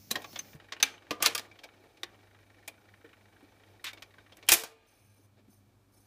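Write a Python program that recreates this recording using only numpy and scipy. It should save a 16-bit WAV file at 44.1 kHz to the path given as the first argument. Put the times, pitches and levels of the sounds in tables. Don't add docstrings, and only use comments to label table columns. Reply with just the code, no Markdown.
import sys
import numpy as np
from scipy import signal
from scipy.fft import rfft, irfft
from scipy.io import wavfile
from scipy.ndimage import uniform_filter1d

SR = 44100
rng = np.random.default_rng(int(sys.argv[2]) if len(sys.argv) > 2 else 0)


def volts_from_db(level):
    exponent = np.asarray(level, float) / 20
    return 10 ** exponent


def materialize(psi):
    bounded = np.clip(np.atleast_2d(psi).T, -1, 1)
    quanta = np.round(bounded * 32767).astype(np.int16)
    wavfile.write(sys.argv[1], SR, quanta)


N = 267543
DRIVE_OFF_S = 4.5


def evened(x):
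    return x / np.sqrt(np.mean(x ** 2) + 1e-20)


def read(points, hz):
    f, value = np.transpose(points)
    return np.interp(np.log(hz + 1), np.log(f + 1), value)


def bump(hz, centre_hz, octaves):
    return np.exp(-(np.log2((hz + 1) / centre_hz) / octaves) ** 2)


def bell(centre_s, width_s):
    return np.exp(-((np.arange(N) / SR - centre_s) / width_s) ** 2)


def slow(size):
    return evened(uniform_filter1d(uniform_filter1d(rng.standard_normal(N), size), size))


def add(mix, s, sound):
    part = mix[round(s * SR):][:len(sound)]
    part += sound[:len(part)]


def coloured(noise, colour_db):
    hz = np.fft.rfftfreq(len(noise), 1 / SR)
    return evened(irfft(rfft(noise) * volts_from_db(colour_db(hz)), len(noise)))


def resonate(x, hz, width):
    r = np.exp(-np.pi * width / SR)
    return 2 * signal.lfilter([1 - r], [1, -r * np.exp(2j * np.pi * hz / SR)], x).real


def narrow_band(noise, hz, width):
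    return evened(resonate(resonate(noise, hz, width), hz, width))


def fuzzy(notes):
    noise = rng.standard_normal(N)
    return sum(volts_from_db(db) * narrow_band(noise, hz, width) for hz, width, db in notes)


def blow(size, db, colour_db, t60, rise_s):
    noise = rng.standard_normal(size)
    t = np.arange(size) / SR
    crack = 1 + 0.22 * np.exp(-t / 0.0023)
    grain = volts_from_db(2 * evened(uniform_filter1d(noise[::-1], 40)))
    envelope = volts_from_db(db - 60 * t / t60) * (1 - np.exp(-t / rise_s))
    return envelope * crack * grain * coloured(noise, colour_db)


# f/Hz, level/dB
KNOCK_COLOUR = [(25, -60.5), (60, -32.5), (200, -14.5), (350, -7.5), (900, 1), (1300, -3.5), (2500, -0.5),
                (4000, -0.5), (6000, 3.5), (8000, 1.5), (12000, 0), (15200, 0)]
# f/Hz, level/dB
BODY = [(700, -3), (1300, -22), (3000, -62)]
MIDDLE = [(500, -40), (1100, 1), (3800, 1.5), (6500, -12), (11000, -34.5)]
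EDGE = [(2500, -47.5), (5000, -5.5), (6500, -3), (8200, -3), (11500, -1.5), (15000, -3.5)]
# t/s, peak level/dB, body level/dB re peak, edge level/dB re peak, struck part f/Hz
CLUNKS = [(0.1105, -30.5, -13, 3, 4080), (0.1553, -30.5, -6, -14, 1680), (0.242, -40, -7.5, -21, 2400),
          (0.358, -34, -11, -25, 3420), (0.39, -40.5, -34, -5.5, 6510), (0.721, -31, -16, -27, 1950),
          (0.8006, -37, -12.5, -17, 1830), (1.1074, -27.5, -9.5, -13, 1120),
          (1.2242, -22, -12.5, 1.7, 1576), (1.3489, -25.5, -15, -3.5, 4800), (1.3779, -29, -17, -9, 4850),
          (1.6373, -42, -5.5, -12.5, 2270), (2.677, -38, -9, -3, 2380), (3.8419, -37, -36, -3.5, 1888),
          (4.0217, -40, -17.5, -14, 2416), (4.4874, -18, -12, 2, 2750), (4.5175, -12, -12, 2, 2480),
          (4.5245, -16, -20.5, 2, 3960), (4.6348, -32, -9, -1.5, 5600)]
# t/s, peak level/dB, body level/dB re peak, edge level/dB re peak, struck part f/Hz
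SNAPS = [
    (0.8268, -9.5, -38, -11, 3660),
    (0.8325, -18, -15.5, -4, 2370),
    (1.235, -30, -13, -11, 1200),
    (1.2652, -15.5, -19, -12, 3220),
    (1.3944, -36, -5.5, -3, 3950),
    (2.0322, -27.5, -13, -14.5, 3620),
    (2.039, -37.5, -29.5, -19, 1876),
    (4.5411, -20, -11, -10, 3422),
]
# t/s, peak level/dB, body level/dB re peak, edge level/dB re peak, struck part f/Hz
RATTLES = [
    (1.2025, -45, 4.5, -26, 1120),
    (1.2584, -16.5, -18.5, -6, 4262),
    (3.8655, -37.5, -38, -15, 3640),
    (4.5335, -20, -12.5, 6, 2440),
]
# t/s, peak level/dB, edge level/dB re peak, struck part f/Hz
TAPS = [(0.1057, -42.5, -3, 3750), (0.2187, -47.5, -7.5, 3640), (0.3291, -51, -10, 4400),
        (1.2775, -35, -25, 2400), (1.634, -46, -25, 2310), (1.5131, -55.5, -30, 2400),
        (1.5884, -48.5, -24.5, 3250), (1.644, -56.5, -13, 2280), (1.9703, -56.5, -17, 2444),
        (3.931, -49, -6.5, 2370), (3.9746, -51, -31, 2270), (4.3216, -50, -23.5, 3340),
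        (4.3683, -56.5, -0.5, 1570), (4.4266, -48.5, -26, 2280), (4.4655, -60.5, 0, 2920),
        (4.4778, -45.5, -17, 3200)]


def levers():
    out = np.zeros(N)
    knocks = []
    for rows, t60 in ((CLUNKS, 0.078), (SNAPS, 0.036), (RATTLES, 0.11)):
        knocks += [row + (t60,) for row in rows]
    knocks += [(s, db, -6.5, edge_db, hz, 0.082) for s, db, edge_db, hz in TAPS]

    def body(hz):
        return read(KNOCK_COLOUR, hz) + read(BODY, hz)

    def edge(hz):
        return read(KNOCK_COLOUR, hz) + read(EDGE, hz)

    for s, db, body_db, edge_db, part_hz, t60 in knocks:
        def middle(hz):
            return read(KNOCK_COLOUR, hz) + 9 * bump(hz, part_hz, 0.098) + read(MIDDLE, hz)

        add(out, s, blow(8192, db, middle, 0.77 * t60, 0.0012))
        add(out, s, blow(8192, db + body_db - 0.5, body, 1.3 * t60, 0.0036))
        add(out, s, blow(8192, db + edge_db + 5.5, edge, 0.51 * t60, 0.0015))
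    return out


# t/s, peak level/dB, centre f/Hz
TICKS = [(.3895, -32.5, 7400), (1.2240, -23, 9500), (1.2590, -15, 5000), (1.2662, -22, 3500),
         (1.3490, -26, 6000), (1.3782, -23.5, 6000), (1.3943, -37, 6000), (1.2028, -39, 1200),
         (2.0325, -29.5, 3700), (4.4880, -15, 8700), (4.5195, -7, 14000), (4.5415, -11, 11000),
         (3.9725, -52, 3200), (1.2612, -8, 3800), (1.1078, -26, 2300), (4.4895, -11, 3200),
         (.7215, -30, 2500), (.1115, -24, 5000), (.1575, -29, 2400), (2.678, -46, 1000)]


def ticks():
    out = np.zeros(N)
    for s, db, centre_hz in TICKS:
        add(out, s, blow(2048, db - 7.5, lambda hz: 30 * bump(hz, centre_hz, 1.3), 0.018, 0.0003))
    return out


# start t/s, end t/s, start level/dB, end level/dB, spread/octaves
SCRAPES = [(0.308, 0.356, -80, -57, 2.5), (0.832, 0.99, -35.5, -72.5, 2.16), (1.215, 1.227, -49, -36, 1.8),
           (1.235, 1.261, -42, -25, 2.45), (1.27, 1.347, -39, -50.5, 2.46), (1.396, 1.473, -53, -68, 2.7),
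           (1.11, 1.2, -51, -71, 2), (4.502, 4.521, -31, -22.5, 4.7), (3.84, 3.896, -42, -43.5, 1.92),
           (3.887, 3.92, -46, -58, 2), (4.488, 4.526, -21.5, -27.5, 2.9), (4.543, 4.636, -25.5, -43.5, 4.1),
           (4.636, 4.805, -42, -86.5, 2.9), (4.658, 5.266, -71, -83, 1.7)]


def scrapes():
    out = np.zeros(N)
    for start, end, start_db, end_db, octaves in SCRAPES:
        size = round((end - start) * SR)
        n = np.arange(size)
        centre_hz = 2400 * 2 ** (0.32 * max(octaves - 2, 0))
        noise, jumps = rng.standard_normal((2, SR))
        grip = volts_from_db(1.6 * evened(uniform_filter1d(jumps, 60)))
        chatter = grip * coloured(noise, lambda hz: 30 * bump(hz, centre_hz, octaves))
        rise = np.minimum(n / (0.003 * SR), 1)
        fall = np.minimum(n[::-1] / (0.09 * size), 1)
        add(out, start, chatter[:size] * volts_from_db(np.linspace(start_db, end_db, size)) * rise * fall)
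    return out


# t/s, peak level/dB, f/Hz
TEETH = [(0.53, -48.5, 1500), (0.5992, -47, 2750), (0.644, -53.5, 2530), (0.685, -49, 1620),
         (0.765, -44, 2530), (0.939, -45, 2410), (0.9783, -48, 2950), (1.022, -52, 1096),
         (1.449, -48.5, 2280), (1.556, -52, 2405), (1.687, -52, 2290), (1.737, -55.5, 1190),
         (1.8392, -56.5, 1052), (2.3468, -53.5, 1453), (2.4984, -54, 1860), (2.778, -60, 1400),
         (2.8882, -55.5, 1844), (2.938, -51, 2280), (3.045, -50, 1647), (3.13, -49, 2270),
         (3.4069, -55, 1020), (3.6346, -54.5, 3200), (3.7953, -58, 1846), (4.139, -51.5, 1855),
         (4.1828, -48.5, 1570), (4.295, -57.5, 1017), (4.3852, -53.5, 1880)]
# first tooth t/s, last tooth t/s, peak level/dB
MESHING = [
    (0.444, .5597, -53.5),
    (1.017, 1.063, -51),
    (4.108, 4.138, -53.5),
    (4.262, 4.2931, -51.5),
]
TOOTH_HZ = [1570, 1880, 1880, 2280, 1020]


def meshing():
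    tooth_s, jitter_s, spread_db = 0.04, 0.002, 1.5
    soft = []
    for first, last, db in MESHING:
        for s in np.linspace(first, last, round((last - first) / tooth_s) + 1):
            if min(abs(s - hard[0]) for hard in TEETH) > tooth_s / 3:
                late, louder = rng.standard_normal(2)
                soft.append((s + jitter_s * late, db + spread_db * louder, rng.choice(TOOTH_HZ)))
    return soft


# t/s, peak level/dB, f/Hz
SOFT_TEETH = [(2.144, -54.5, 1000), (2.1888, -58, 1020), (2.2296, -56, 1860), (2.2715, -56, 1680),
              (2.3099, -57, 2270), (2.388, -55, 1870), (2.4285, -57.5, 1333), (2.544, -58.5, 1740),
              (2.5835, -58, 1870), (2.626, -55, 1840), (2.8545, -60, 1440), (2.9744, -59.5, 2060),
              (3.011, -55, 2030), (3.0587, -55.5, 1850), (3.0895, -52.5, 1885), (3.1687, -61, 2270),
              (3.21, -60, 2270), (3.2546, -57, 1850), (3.284, -58.5, 1470), (3.3246, -55, 1450),
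              (3.3637, -55, 1470), (3.4436, -60, 1470), (3.483, -62.5, 1880), (3.519, -59, 1010),
              (3.563, -61, 1920), (3.5978, -57.5, 1880), (2.464, -60.5, 832), (3.674, -59.5, 853),
              (3.715, -62, 840), (3.752, -61.5, 1460), (2.09, -55.5, 2280), (2.74, -58.5, 2280),
              (2.815, -61.5, 1460)]
# f/Hz, level/dB
CAM = [(560, 5), (840, 6), (1460, 4), (1870, 5), (2280, 4), (3000, 6), (3800, 8)]
# t/s, peak level/dB, f/Hz, T60/s
BUMPS = [
    (0.548, -42.5, 130, 0.065),
    (1.838, -45.5, 377, 0.042),
    (2.182, -60, 398, 0.12),
    (3.041, -45.5, 435, 0.066),
    (3.048, -58, 353, 0.13),
    (3.427, -49.5, 288, 0.072),
    (5.06, -57, 121, 0.084),
    (5.193, -55, 356.5, 0.06),
    (5.478, -51.5, 205, 0.098),
]


def gear():
    out = np.zeros(N)
    teeth = TEETH + meshing() + [(s, db - 0.8, hz) for s, db, hz in SOFT_TEETH]
    for s, db, tooth_hz in teeth:
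        def colour(hz):
            cam = sum(lift * bump(hz, part_hz, 0.09) for part_hz, lift in CAM)
            return 36 * bump(hz, 1500, 2.2) + 5 * bump(hz, tooth_hz, 0.2) + cam

        add(out, s, blow(4096, db - 3.5, colour, 0.06, 0.001))
    for s, db, bump_hz, t60 in BUMPS:
        add(out, s, blow(8192, db - 0.5, lambda hz: 40 * bump(hz, bump_hz, 0.99), t60, 0.0056))
    return out


# t/s, f/Hz, level/dB, T60/s
RINGS = [(.1108, 4020, -23, .018), (.111, 5200, -36, .02), (.111, 6420, -32.5, .02), (.111, 420, -49, .05),
         (.155, 1854, -34.5, .04), (.156, 4040, -39, .035), (.157, 3250, -34, .02), (.158, 726, -47, .09),
         (.219, 3770, -58, .05), (.244, 1135, -44.5, .04), (.358, 2207, -42, .05), (.359, 5300, -51, .025),
         (.390, 3800, -52, .04), (.391, 6210, -35, .035), (.393, 6200, -77, .3), (.359, 3480, -41.5, .04),
         (1.514, 2324, -51.5, .06), (.8268, 6094, -13.5, .022), (.832, 6100, -17, .025),
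         (.8268, 3140, -19.5, .012), (.8272, 2180, -17, .012), (.8275, 10400, -28.5, .015),
         (.8275, 13500, -30.5, .012), (.832, 3940, -26, .035), (.828, 6230, -54, .32),
         (.832, 2362, -23, .05), (1.109, 1202, -45.5, .2), (1.109, 1014, -39.5, .08),
         (1.110, 484, -45, .09), (1.110, 300.6, -41, .11), (1.110, 211, -47.5, .12),
         (1.204, 1173, -46, .15), (1.236, 1202, -34.5, .11), (1.358, 1200, -38.5, .06),
         (2.038, 1760, -53.5, .12), (2.034, 350, -46, 0.069), (2.68, 2330, -53, .05),
         (4.534, 11610, -22.5, 0.058), (4.534, 9700, -24, 0.043), (3.931, 2246, -53.5, 0.094),
         (3.931, 3670, -56, 0.064), (.83, 270, -51.5, .2), (4.519, 447, -48, .68), (4.519, 894, -58, .6),
         (4.519, 1206, -65, 1.25), (4.513, 70, -42, .07), (4.519, 353, -32.5, .09), (.112, 229, -45, .12),
         (.156, 139, -51.5, .13),
         (4.636, 520, -38.5, 0.023), (2.678, 626, -50.5, 0.039), (3.408, 756, -59, 0.031),
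         (8, 1000, -70.5, .08), (1.108, 3300, -34, .02), (.115, 3900, -28, .018), (1.349, 5100, -32.5, .02),
         (.112, 1100, -41, 0.047), (.157, 1050, -41.5, 0.046), (1.11, 700, -44, .06),
         (4.2, 3700, -64.5, .03), (3.797, 3800, -66, .03), (1.8, 383, -62, .05)]
# f/Hz, level/dB, T60/s
PLATTER = [(2230, -70, 1.5), (2401, -66, 1.2), (2500, -66, 1.1), (2830, -70, 1.2), (1760, -67, .9),
           (1620, -75, 2.1), (3500, -75, 1.5), (4070, -78, 1.6), (690, -66, 0.95), (4505, -79.5, 1.5)]


def rings():
    out, t = np.zeros(N), np.arange(SR) / SR
    for s, hz, db, t60 in RINGS + [(DRIVE_OFF_S, *mode) for mode in PLATTER]:
        phase, apart = rng.random(2)
        twin_hz = hz * (0.985 + 0.03 * apart)
        twin = 0.26 / (1 + 4 * t60) * np.sin(2 * np.pi * (twin_hz * t + phase))
        pair = np.sin(2 * np.pi * hz * t) + twin
        joints = evened(uniform_filter1d(rng.standard_normal(SR), round(300 + 3000 * t60 ** 2)))
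        waver_db = 3.2 / (1 + t60) * joints * np.minimum(t / 0.006, 1)
        decay = volts_from_db(db + 7.5 - 60 * t / t60 + waver_db)
        add(out, s, decay * (1 - np.exp(-t / 0.0011)) * pair)
    return out


# f/Hz, level/dB, T60/s
DECK = [(310, -17, 0.098), (453, -24, 0.25), (842, -32, 0.11), (1107, -28, 0.11), (1600, -25.5, 0.039),
        (1834, -29, 0.06), (2290, -27, 0.15), (2456, -26.5, 0.14), (2750, -34, 0.39), (3200, -31, 0.025)]


def deck(x):
    return sum(volts_from_db(db) * resonate(x, hz, 5.6 / t60) * np.sqrt(t60 * 1500) for hz, db, t60 in DECK)


# f/Hz, T60/s
ROOM = [(200, 0.097), (700, 0.49), (2000, 0.21), (5000, 0.098), (10000, 0.11), (16000, 0.11)]


def room(x):
    hz, t, z = signal.stft(rng.standard_normal((3, SR // 2)), SR, nperseg=128)
    decay = volts_from_db(-60 * t / read(ROOM, hz)[:, None])
    tails = signal.istft(z * decay, SR, nperseg=128)[1]
    tails = tails * np.minimum(np.arange(tails.shape[1]) / (0.0012 * SR), 1)
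    turn = np.arange(N) / SR * 2 * np.pi * 7 + np.arange(3)[:, None] * np.pi / 3
    fed = x * np.sqrt(2 / 3) * np.cos(turn)
    return signal.fftconvolve(fed, tails / np.linalg.norm(tails[0]), axes=1)[:, :N].sum(0)


# f/Hz, width/Hz, level/dB
RIM = [(4080, 48, -11), (4640, 47, -9), (5328, 70, -4.5), (6120, 64, -1.5), (6670, 50, -10),
       (7740, 48, -14), (8170, 140, -12.5), (8800, 47, -4), (9700, 100, -2.5), (10770, 250, -3.5),
       (12060, 83, -0.5), (12800, 85, -21), (12600, 71, -12), (14400, 190, -7)]
# start t/s, end t/s, start level/dB, end level/dB
BRUSHES = [
    (4.855, 5.278, -68, -72.5),
    (5.495, 5.76, -63.5, -101),
    (5.915, 6.202, -68.5, -76),
]
BRUSH_RISE_S = [0.033, 0.017, 0.022]


def rim():
    grip_db = 1.3 * evened(uniform_filter1d(rng.standard_normal(N), 500))
    rub = rng.standard_normal(N) * volts_from_db(grip_db)
    song = sum(volts_from_db(db) * narrow_band(rub, hz, 1.6 * width) for hz, width, db in RIM)
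    t = np.arange(N) / SR
    touch = volts_from_db(-84 + 0.98 * t) * np.clip((DRIVE_OFF_S - t) / 0.2 + 1, 0, 1)
    for (start, end, start_db, end_db), rise_s in zip(BRUSHES, BRUSH_RISE_S):
        window = np.clip((t - start) / rise_s, 0, 1) * np.clip((end - t) / 0.021, 0, 1)
        touch = touch + window * volts_from_db(np.interp(t, [start, end], [start_db, end_db]))
    return touch * evened(song)


# f/Hz, spectral level/dB per Hz
GROOVE = [(65, -43), (110, -10), (219, -1.5), (394, -15.5), (754, -17.5), (1080, -29.5), (2060, -23),
          (3500, -23.5), (4400, -20), (5280, -14.5), (6500, -17), (8000, -28), (12500, -22), (14700, -14)]
# f/Hz, width/Hz, level/dB
SQUEAL = [(4400, 150, -69), (6220, 150, -70), (5300, 200, -68)]


def needle():
    lift_s = 0.552
    down = np.clip((lift_s - np.arange(N) / SR) / 0.01, 0, 1)
    hiss = coloured(rng.standard_normal(N), lambda hz: read(GROOVE, hz))
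    squeal = (bell(0.304, 0.028) + 0.3 * down) * fuzzy(SQUEAL)
    skid_db = 5.5 * bell(0.342, 0.044)
    return down * volts_from_db(-57 + skid_db) * hiss + squeal


# f/Hz, spectral level/dB per Hz
WORKS = [(88, -39.5), (150, -10), (328, 2.5), (381, -0.5), (457, -1), (861, -3), (967, -12.5),
         (1880, -10.5), (2040, -21.5), (2300, -4.5), (2620, -16), (3850, -15), (8000, -29.5),
         (10400, -54.5), (17600, -120)]
# t/s, level/dB re idling
LOAD = [(0.0, -49), (0.15, 19), (0.27, 2), (1.15, 5.5), (1.28, 13), (1.42, 8), (1.6, 2), (2.45, -1.5),
        (3.11, 0), (3.99, 1.5), (4.31, 0.5), (4.56, 6), (4.76, -1), (5.51, -5), (5.83, -10.5), (6.07, -4.5)]


def load_db():
    s, db = np.transpose(LOAD)
    return np.interp(np.arange(N) / SR, s, db)


def works():
    flutter_db = 2.2 * evened(uniform_filter1d(rng.standard_normal(N), 900))
    whirr = coloured(rng.standard_normal(N), lambda hz: read(WORKS, hz))
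    return volts_from_db(-66.5 + load_db() + flutter_db) * whirr


# f/Hz, width/Hz, level/dB
SHAFT = [(2290, 60, -83), (3850, 120, -89)]
# f/Hz, width/Hz, level/dB
SHIMMER = [(2540, 30, -80), (2400, 30.04, -81), (2778, 80, -84)]


def shafts():
    running = np.clip((DRIVE_OFF_S - np.arange(N) / SR) / 0.05, 0, 1)
    return running * fuzzy(SHAFT) + bell(4.95, 0.2) * fuzzy(SHIMMER)


# centre t/s, width/s, level/dB
HUM_SAGS = [
    (1.3, 0.092, 2),
    (1.618, 0.051, -15),
    (1.898, 0.14, -9.5),
    (4.62, .07, -9),
    (4.851, .12, -8.5),
    (5.101, 0.059, 6.5),
    (5.9, 0.33, -1),
]


def motor():
    hum_hz = 100.3 + 0.7 * slow(3000)
    phase = 2 * np.pi * np.cumsum(hum_hz) / SR
    sag_db = sum(db * bell(s, width) for s, width, db in HUM_SAGS)
    level_db = -67.5 + 1.9 * slow(2500) + sag_db
    return np.sqrt(2) * volts_from_db(level_db) * (np.sin(phase) + volts_from_db(-14) * np.sin(2 * phase))


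# f/Hz, width/Hz, level/dB
DRONE = [(119, 14, -70.5), (205, 20, -75.5), (273, 35, -73.5), (360, 40, -78)]


def rumble():
    lumps_db = 3.5 * np.clip(evened(uniform_filter1d(rng.standard_normal(N), 2500)), -2, 1.6)
    driven = volts_from_db(-76 + 0.71 * load_db())
    coasting = volts_from_db(-71.5) * bell(6.73, 0.4)
    low = coloured(rng.standard_normal(N), lambda hz: 40 * bump(hz, 230, 3.4))
    return bell(5.5, 0.56) * fuzzy(DRONE) + (driven + coasting) * volts_from_db(-2.5 + lumps_db) * low


# f/Hz, spectral level/dB per Hz
AIR = [(20, -31), (31, -28.5), (42, -5.5), (60, -11.5), (85, -11.5), (100, -6.5), (120, -12.5),
       (170, -21.5), (270, -17), (500, -29.5), (1100, -23.5), (2000, -34.5), (4000, -35.5), (15000, -39)]


def air():
    return volts_from_db(-70.5) * coloured(rng.standard_normal(N), lambda hz: read(AIR, hz))


def scene():
    blows = levers() + ticks() + scrapes() + gear()
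    blows = blows + deck(blows) + rings()
    steady = rim() + needle() + works() + shafts() + motor() + rumble() + air()
    return (blows + volts_from_db(-15) * room(blows) + steady)[None]


def top_cut(x):
    return signal.sosfilt(signal.butter(12, 16480, fs=SR, output="sos"), x)


def record(dry):
    power_db = 10 * np.log10(abs(uniform_filter1d((dry ** 2).mean(0), 800)) + 1e-12)
    fall_db = np.arange(N) * 7.7 / SR
    held_peak_db = np.maximum.accumulate(power_db + fall_db) - fall_db
    over_db = np.maximum(held_peak_db + 21.5, 0)
    held = dry / volts_from_db(0.41 * uniform_filter1d(over_db, 1500))
    held = signal.sosfilt(signal.butter(2, 30, "high", fs=SR, output="sos"), held)
    band_edge = signal.firwin(301, 15450, fs=SR)
    dull = signal.oaconvolve(held, band_edge[None], "same")
    mix = np.tanh(dull + volts_from_db(-40) * (held - dull))
    return top_cut(mix)


dry = scene()
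out = record(dry)
materialize(out)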